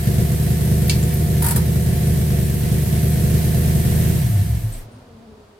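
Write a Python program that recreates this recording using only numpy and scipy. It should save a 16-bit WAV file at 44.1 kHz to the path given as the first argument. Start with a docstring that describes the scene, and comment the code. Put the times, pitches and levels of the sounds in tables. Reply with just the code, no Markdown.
"""A small open car idles in a garage with the lope of an eight-cylinder engine, heard from behind the seats:
uneven puffs ring a pipe and the walls, and noise pulsing with them makes valve clatter and intake hiss.
A lever clacks and the handbrake ratchets on, each contact a short burst of shaped noise.
The ignition is cut: dull puffs slow down, a drone sinks, the body shudders, with thin squeaks and a dull knock.
A fan's blade tones coast on over the street's soft noise, which lies under everything from the start."""
import sys
import numpy as np
from scipy import signal
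from scipy.fft import rfft, irfft, next_fast_len
from scipy.io import wavfile
from scipy.ndimage import map_coordinates

SR = 44100
rng = np.random.default_rng(int(sys.argv[2]) if len(sys.argv) > 2 else 0)


def wrap_up_sound(samples):
    """Save the sound to the file named by the first command line argument, as 16-bit audio."""
    columns = np.atleast_2d(samples).T
    # keep every value between -1 and 1, then stretch to whole-number steps
    tamed = np.clip(columns, -1, 1)
    steps = np.round(tamed * 32767).astype(np.int16)
    wavfile.write(sys.argv[1], SR, steps)


N = 246500

# Engine speed: the idle hunts a little: start_s, crankshaft_rpm
IDLE_SPEED = [(0, 1075), (.6, 1148), (1.55, 1147), (1.8, 1161), (2.2, 1150), (2.5, 1072), (2.85, 1152),
              (3.6, 1173), (3.95, 1207)]
IDLE_RPM = 1150  # the speed that levels are compared with
CUT_S = 4.136  # the ignition is switched off
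DRAG_PER_S, FRICTION_RPM_PER_S = 1.55, 570  # what slows the dead engine
STALL_S, STALL_TAKES_S = 4.87, 0.072  # a last compression stops it

# Cylinders in firing order: relative_puff_strength_db, lateness_at_pipe_end_ms
CYLINDERS = [(-5.7, .2), (.4, 2.7), (-6.4, 2.2), (-3.6, 2.2), (3, 3.2), (-8.8, -2.6), (.6, 2.1), (-.5, 3.1)]
# Turning slowly, the cylinders lose their pressure: crankshaft_rpm, puff_change_db
PRESSURE_LEAK = [(325, -23), (385, 0)]
PUFF_DB_PER_DECADE = 4  # puffs weaken as the speed falls (a decade is a factor of ten)
UNFIRED_DB = -2.5  # and weaken once more when the ignition is off
BURN, AIR_SHARPNESS = 0.9, 0.37  # sharpness of fired and of unfired puffs, 0 to 1
BURN_OUT_S = .022  # how fast the burn dies

# Tone of the exhaust pipe and muffler: pitch_hz, relative_level_db
PIPE_TONE = [(8, -47), (28, -22.5), (48, -7.5), (77, 1), (108, 1.5), (150, 3), (208, -5), (262, -23.5),
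             (350, -16), (480, -22), (590, -30), (690, -29.5), (770, -44), (2000, -52)]
# Bands that the room holds back: centre_hz, width_hz
ROOM_DELAYS = [(32, 21), (75, 11), (160, 7.9), (310, 24), (350, 49), (370, 32), (400, 28.5), (470, 43),
               (560, 36), (690, 16)]
# The garage and body panels ring: centre_hz, width_hz, level_db
BOOM = [(111, 1.9, -2), (380.4, 20, 0.5), (489.4, 22, 0.5), (647, 27, -14)]
# Share of the exhaust that echoes in from the sides: pitch_hz, level_db
SIDE_ECHO = [(30, -40.5), (70, -23), (120, -26.5), (250, -17), (500, -8), (1000, 5)]
# How long the garage rings: pitch_hz, time_to_fall_60_db_s
GARAGE_DECAY = [(100, 0.51), (1000, 0.23), (5000, 0.24), (14000, 0.094)]

# Engine bay level at the reference idle speed, before the offsets below: start_s, level_db
BAY_LEVEL = [(0, -37), (.75, -37.5), (1.7, -38.5), (2.4, -37.5), (3.7, -36), (4.2, -36.2)]
CLATTER_DB, HISS_DB = 4, 4  # over that level
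CLATTER_DB_PER_DECADE, HISS_DB_PER_DECADE = 14.5, 17  # both fall with the speed
# Colour of the valve clatter: pitch_hz, relative_level_db (per Hz)
CLATTER_COLOUR = [(300, 11.5), (560, 0), (680, 12.5), (780, -7), (880, -2), (1250, -8), (1750, 1.5),
                  (2500, -2), (3500, -4), (4500, -5), (6500, -7), (9000, -32), (16000, -40)]
# Colour of the intake hiss: pitch_hz, relative_level_db (per Hz)
HISS_COLOUR = [(4000, -19.5), (6500, -11), (7800, -5), (9100, -2.5), (10800, -6), (11800, -4), (12700, 0),
               (13800, -4.5), (15000, -11), (16000, -12.5)]
# Which side the engine leans to: pitch_hz, left_minus_right_db
SIDES = [(60, 0), (92, -1.5), (140, 2), (210, -6), (330, 3.5), (500, -6.5), (770, -3.5), (1170, -3),
         (1790, -2.5), (2740, 0), (4190, -3), (6410, -2.5), (9810, 3.5), (15000, -3.5)]

# Body resonances that the sinking drone sweeps through: centre_hz, width_hz, level_db
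BODY = [(101.9, 11.3, -12), (71.6, 16, -24), (36.5, 16, -33)]
# The dying engine kicks its mounts and rocks back: start_s, level_db
JOLTS = [(4.235, -20.5), (4.365, -20), (4.486, -19), (4.545, -25.5), (4.63, -18.5), (4.83, -38.5),
         (4.93, -44)]
JOLT_RISE_S = 0.022  # the shudder swells this long, then dies away
SHUDDER_HZ = 109.2  # the body rocking on its frame
# Thin tones of the accessories: pitch_hz, relative_level_db
WHINES = [(704, -48.5), (906, -64.5), (1615, -66), (1742, -55.5), (4158, -69), (8914, -65), (9632, -66)]

# Lever contacts: start_s, relative_level_db, centre_hz, width_octaves, time_to_fall_60_db_s
LEVER_CLICKS = [(.879, -20, 12800, .15, 0.054), (.896, -11, 5000, 0.66, 0.037),
                (0.906, -18.5, 4850, 0.88, 0.06), (0.917, -23, 3500, 0.8, 0.048),
                (.926, -29, 2900, 0.45, 0.046), (1.028, -24.5, 7260, 0.047, 0.052),
                (1.139, -24, 12900, .1, 0.12)]
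# The lever's steel rings: pitch_hz, relative_level_db
STEEL_RING = [(2300, 2), (2710, 2), (3110, 0), (4130, 1), (4610, 4), (5400, 1), (7300, -1.5), (9040, 2)]
# The handbrake pawl jumps over teeth: start_s, relative_level_db
TEETH = [(1.422, -12.5), (1.4438, -12), (1.4635, -11.5), (1.485, -12), (1.5089, -10.5), (1.5609, -11)]
# Colour of each pawl click: pitch_hz, relative_level_db (per Hz)
PAWL_COLOUR = [(400, -9), (750, -7), (930, 6.5), (1150, -12), (1500, -1), (2500, -14), (3500, -12),
               (4600, -6.5), (6300, -11), (8500, 1.5), (13000, 2), (16000, -8)]
# The stopping engine: a thin belt squeak, a dull broad knock, another thin belt squeak:
# start_s, relative_level_db, centre_hz, width_octaves, time_to_fall_60_db_s
STOP_SOUNDS = [(4.723, -43.5, 8300, 0.07, 0.24), (4.741, -47, 2300, 1.0, 0.073),
               (4.91, -64, 8920, .015, .3)]

FAN_HZ, FAN_DRAG_PER_S = 254, .33  # blade rate when the engine stalls, and how fast it sinks
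# Level of the blade tones: start_s, level_db
FAN_LEVEL = [(4.75, -63), (5.03, -54), (5.3, -47.5), (5.45, -58), (5.59, -51)]
# Overtones of the blade rate: multiple (no unit), relative_level_db
BLADE_TONES = [(1, -1.5), (2, -0.5), (3, -10)]

# Street noise: start_s, rumble_level_db, relative_rush_level_db
STREET_LEVEL = [(4.8, -43, -56), (4.95, -44.5, -55.5), (5.1, -47, -58), (5.34, -47.5, -58.5),
                (5.42, -48.5, -58.5), (5.59, -59, -60)]
# Colour of the rumble: pitch_hz, relative_level_db (per Hz)
RUMBLE_COLOUR = [(15, -32), (30, -10), (65, -2), (105, -2), (170, -10), (240, -6), (320, -16.5), (450, -16),
                 (700, -15.5), (1200, -70)]
# Colour of the rush of air: pitch_hz, relative_level_db (per Hz)
RUSH_COLOUR = [(180, -14), (400, 0), (700, -5), (870, -3), (1100, -5.5), (2000, -15), (4500, -17.5),
               (6500, -23.5), (9000, -25), (15500, -34)]
TOP_HZ = 15900  # nothing is kept from here up


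def speed():
    """Crankshaft rpm: the idle, then a coast against drag and friction until the stall."""
    brake_rpm = FRICTION_RPM_PER_S / DRAG_PER_S
    coast = (curves(IDLE_SPEED)[0] + brake_rpm) * np.exp(-DRAG_PER_S * since(CUT_S)) - brake_rpm
    stalling = np.clip(1 - since(STALL_S - STALL_TAKES_S) / STALL_TAKES_S, 0, 1)
    return np.maximum(coast, 0) * stalling


def by_speed(db_per_decade):
    """Level in dB, relative to idle, of a sound that grows with the speed."""
    return db_per_decade * np.log10(speed() / IDLE_RPM + 1e-4)


def sharpness():
    """The burn dies at the cut and leaves dull puffs of air, ever duller as the engine slows."""
    alight = np.exp(-since(CUT_S) / BURN_OUT_S)
    return BURN * alight + AIR_SHARPNESS * (1 - alight) * speed() / IDLE_RPM


def firings(scatter, rebound, jitter_ms):
    """Four puffs a turn, each cylinder with its own strength and delay; a strong one tends to follow a weak."""
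    rpm = speed()
    puff_count = np.cumsum(rpm) * 4 / 60 / SR
    at = np.flatnonzero(np.diff(np.floor(puff_count)))  # samples where a puff starts
    cylinder = np.arange(len(at)) % len(CYLINDERS)
    cylinder_db, late_ms = np.array(CYLINDERS)[cylinder].T
    effort_db = by_speed(PUFF_DB_PER_DECADE) + UNFIRED_DB * (since(CUT_S) > 0)
    leak_db = np.interp(rpm[at], *np.transpose(PRESSURE_LEAK))
    luck = rng.uniform(-1.27, 1, len(at))
    chance = np.abs(1 + scatter * sharpness()[at] * (luck - rebound * np.roll(luck, 1)))
    strength = amp(cylinder_db + effort_db[at] + leak_db) * chance
    delay = (late_ms + jitter_ms * rng.standard_normal(len(at))) * SR / 1000
    return np.bincount(np.abs(at + delay).astype(int), strength, N)[:N]


def exhaust(puffs, level_db, soft_hz):
    """Puffs ring the pipe and the garage; without combustion they are soft gulps of air."""
    soft = filtered(puffs, lambda hz: 1 / (1 + (hz / soft_hz) ** 4))
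    blown = soft + sharpness() * (puffs - soft)
    cycle = round(120 * SR / IDLE_SPEED[0][1])  # two turns
    blown = np.r_[blown[:cycle], blown[:cycle], blown]  # the engine has been running for a while
    pipe = amp(level_db) * filtered(blown, lambda hz: causal(amp(along(PIPE_TONE, hz))))
    # the way round the walls delays some bands, so that the puffs melt into a rumble
    pipe = filtered(pipe, lambda hz: np.prod([1 - 2 * resonance(hz, c, w) for c, w in ROOM_DELAYS], axis=0))
    pipe = pipe[-N:]
    direct = filtered(pipe, lambda hz: 1 + resonances(hz, BOOM))
    side = filtered(garage(direct)[0], lambda hz: amp(along(SIDE_ECHO, hz)))
    return np.array([direct + side, direct - side])


def engine_bay(puffs, tick_s, tick_depth, gulp_depth):
    """Valve gear ticks in step with the firings, and the intake hisses in gulps; both follow the speed."""
    bay_db, = curves(BAY_LEVEL)
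    clatter_db = bay_db + CLATTER_DB + by_speed(CLATTER_DB_PER_DECADE) + 0.6 * wobble(17)
    hiss_db = bay_db + HISS_DB + by_speed(HISS_DB_PER_DECADE) + 0.19 * wobble(15)
    # each puff starts a beat that dies away over tick_s
    beat = unit(signal.lfilter([1], [1, -np.exp(-1 / (tick_s * SR))], puffs))
    clatter = panels(noise(lambda hz: along(CLATTER_COLOUR, hz), common=0.2), strength=0.13)
    clatter = clatter * (1 + tick_depth * beat)
    hiss = panels(noise(lambda hz: along(HISS_COLOUR, hz), common=0.018), strength=0.2)
    hiss = hiss * (1 + gulp_depth * beat)
    return amp(clatter_db) * unit(clatter) + amp(hiss_db) * unit(hiss)


def panels(x, strength, count=8):
    """Weak reflections off the nearby bodywork put a fine ripple on the spectrum."""
    lags = rng.integers(SR // 1000, SR // 80, count)
    return x + strength * sum(np.roll(x, lag, axis=1) for lag in lags)


def rundown(onset_s):
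    """The dead engine pumps air in a drone sinking through body resonances; each jolt makes the body shudder."""
    turns = np.cumsum(speed()) / 60 / SR
    pumping = np.sin(2 * np.pi * len(CYLINDERS) * turns)
    pumping = pumping * np.tanh(speed() / 100) * np.tanh(since(CUT_S) / onset_s)
    drone = filtered(pumping, lambda hz: resonances(hz, BODY))
    swell = 0
    for s, db in JOLTS:
        age = since(s) / JOLT_RISE_S
        swell = swell + amp(db) * age * np.exp(1 - age)
    shudder = swell * np.sin(2 * np.pi * np.cumsum(SHUDDER_HZ + 1.79 * wobble(12)) / SR)
    return np.sqrt(2) * (drone + shudder)


def whines(level_db, waver):
    """Thin, wavering tones of the accessories, which fade once the ignition is off."""
    running = curves([(4.3, 1), (4.8, 0)])[0]
    tones = np.zeros(N)
    for hz, db in WHINES:
        phase = 2 * np.pi * np.cumsum(hz + waver * np.sqrt(hz) * wobble(25.17)) / SR
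        tones += amp(db + 2.3 * wobble(8)) * np.sin(phase)
    return amp(level_db) * running * (tones + .5 * garage(tones))


def controls():
    """The lever clacks home and rings; the handbrake's pawl jumps from tooth to tooth."""
    out, t = np.zeros((2, N)), np.arange(SR // 2) / SR
    for s, db, hz, octaves, t60 in LEVER_CLICKS:
        add(out, s, amp(db - 4.5) * burst(hump(hz, octaves), t60, attack=0.00045))
    clack_s = LEVER_CLICKS[1][0]
    ring = sum(amp(db) * np.sin(2 * np.pi * (hz * t + rng.random((2, 1)))) for hz, db in STEEL_RING)
    add(out, clack_s, amp(-17.5) * unit(ring) * np.exp(-t / 0.0082))
    bracket_knock = burst(hump(centre_hz=1520, octaves=0.6), t60=0.064, attack=0.0013)
    add(out, clack_s, amp(-30.5) * bracket_knock)
    for s, db in TEETH:
        click = burst(lambda hz: along(PAWL_COLOUR, hz), t60=0.084, attack=0.0011)
        add(out, s - .001, amp(db - 5.0) * click)
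        floor_pan = burst(hump(centre_hz=1030, octaves=0.84), t60=0.15, attack=0.0045)  # it answers
        add(out, s, amp(db - 18) * floor_pan)
    return out + amp(-4.5) * garage(out)


def stop_sounds():
    """Sounds of the stopping engine: thin belt squeaks from narrow noise, and a dull knock from broad noise."""
    out = np.zeros((2, N))
    for s, db, hz, octaves, t60 in STOP_SOUNDS:
        add(out, s, amp(db + 7.5) * burst(hump(hz, octaves), t60, attack=0.0039))
    return out


def fan():
    """The blade tones sink as the fan coasts against the air, wavering in the room."""
    blade_hz = FAN_HZ * np.exp(-FAN_DRAG_PER_S * since(STALL_S))
    phase = 2 * np.pi * np.cumsum(blade_hz * (1 + .04 * wobble(50))) / SR
    blades = sum(amp(db + 4.1 * wobble(14)) * np.sin(k * phase) for k, db in BLADE_TONES)
    tone = amp(curves(FAN_LEVEL)[0]) * blades
    return tone + amp(-12.5) * garage(tone)


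def street():
    """Low rumble and a soft rush of air at the open door, both made of shaped noise."""
    rumble_db, rush_db = curves(STREET_LEVEL)
    rumble = amp(rumble_db) * noise(lambda hz: along(RUMBLE_COLOUR, hz), common=1.0)
    rush = amp(rush_db + 6.0) * noise(lambda hz: along(RUSH_COLOUR, hz), common=0.13)
    return rumble + rush


def garage(x):
    """The walls' answer, different on each side: noise that dies away at its own pace at each pitch."""
    hz, t, z = signal.stft(rng.standard_normal((2, SR // 2)), SR, nperseg=256)
    decay = amp(-60 * t / along(GARAGE_DECAY, hz)[:, None])
    tail = signal.istft(z * decay, SR, nperseg=256)[1]
    return signal.fftconvolve(np.atleast_2d(x), tail / np.linalg.norm(tail[0]), axes=1)[:, :N]


def amp(db):
    """Decibels to gain."""
    return 10 ** (np.asarray(db) / 20)


def unit(x):
    """Scale to an average (rms) strength of 1."""
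    return x / np.sqrt(np.mean(x ** 2) + 1e-20)


def along(points, hz):
    """Read (Hz, value) points on a log pitch axis."""
    f, v = np.transpose(points)
    return np.interp(np.log(hz + 1), np.log(f + 1), v)


def curves(rows):
    """One value per sample for each column after the time."""
    s, *cols = np.transpose(rows)
    return [np.interp(np.arange(N) / SR, s, c) for c in cols]


def since(s):
    """Seconds gone by since a moment, zero before it."""
    return np.maximum(np.arange(N) / SR - s, 0)


def wobble(rate):
    """A smooth random curve through this many random points a second."""
    points = rng.standard_normal(int(N * rate / SR) + 4)
    return map_coordinates(points, [np.arange(N) * rate / SR])


def filtered(x, response):
    """x passed through a complex response of frequency."""
    n = x.shape[-1]
    m = 2 * next_fast_len(n // 2 + SR // 4)  # room for the ringing
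    return irfft(rfft(x, m) * response(np.fft.rfftfreq(m, 1 / SR)), m)[..., :n]


def resonance(hz, centre_hz, width_hz):
    """The response of one simple resonance, with gain 1 at its centre."""
    damping = 1j * hz * width_hz
    return damping / (centre_hz ** 2 - hz ** 2 + damping)


def resonances(hz, rows):
    """Resonances side by side, each with its level."""
    return sum(amp(db) * resonance(hz, centre, width) for centre, width, db in rows)


def causal(gain):
    """The response with this gain that rings only after the hit (minimum phase)."""
    cepstrum = irfft(np.log(gain))
    half = len(cepstrum) // 2
    return np.exp(rfft(np.r_[cepstrum[0], 2 * cepstrum[1:half], cepstrum[half]], 2 * half))


def noise(shape_db, common=0.033, size=N):
    """Stereo noise of rms 1 with a spectrum in dB; a share (0 to 1) is common to both sides."""
    white = rng.standard_normal((3, size))
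    mixed = np.sqrt(1 - common) * white[:2] + np.sqrt(common) * white[2]
    return unit(filtered(mixed, lambda hz: amp(shape_db(hz))))


def burst(shape_db, t60, attack):
    """A dense cluster of resonances, excited and dying away: shaped noise under a fading curve."""
    t = np.arange(SR // 2) / SR
    return noise(shape_db, size=SR // 2) * amp(-60 * t / t60) * (1 - np.exp(-t / attack))


def hump(centre_hz, octaves):
    """A bell-shaped spectrum in dB."""
    return lambda hz: -10 * np.log10(1 + (np.log2((hz + 1) / centre_hz) / octaves) ** 4)


def add(track, s, sound):
    """Mix a stereo sound in at a time in seconds."""
    room_left = track[:, round(s * SR):]
    room_left[:, :sound.shape[1]] += sound[:, :room_left.shape[1]]


def scene():
    """The engine, leaning to one side or the other by band, with the controls and the quiet behind it."""
    puffs = firings(scatter=0.43, rebound=0.86, jitter_ms=0.37)
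    engine = exhaust(puffs, level_db=32, soft_hz=221)
    engine = engine + engine_bay(puffs, tick_s=0.017, tick_depth=0.21, gulp_depth=0.21)
    engine = filtered(engine, lambda hz: amp(np.outer([.5, -.5], along(SIDES, hz))))
    engine = engine + rundown(onset_s=0.14) + whines(level_db=-0.5, waver=0.11)
    return engine + controls() + stop_sounds() + fan() + street()


def record(dry):
    """Keep only what lies below the band limit."""
    return filtered(dry, lambda hz: hz < TOP_HZ)


dry = scene()
out = record(dry)
wrap_up_sound(out)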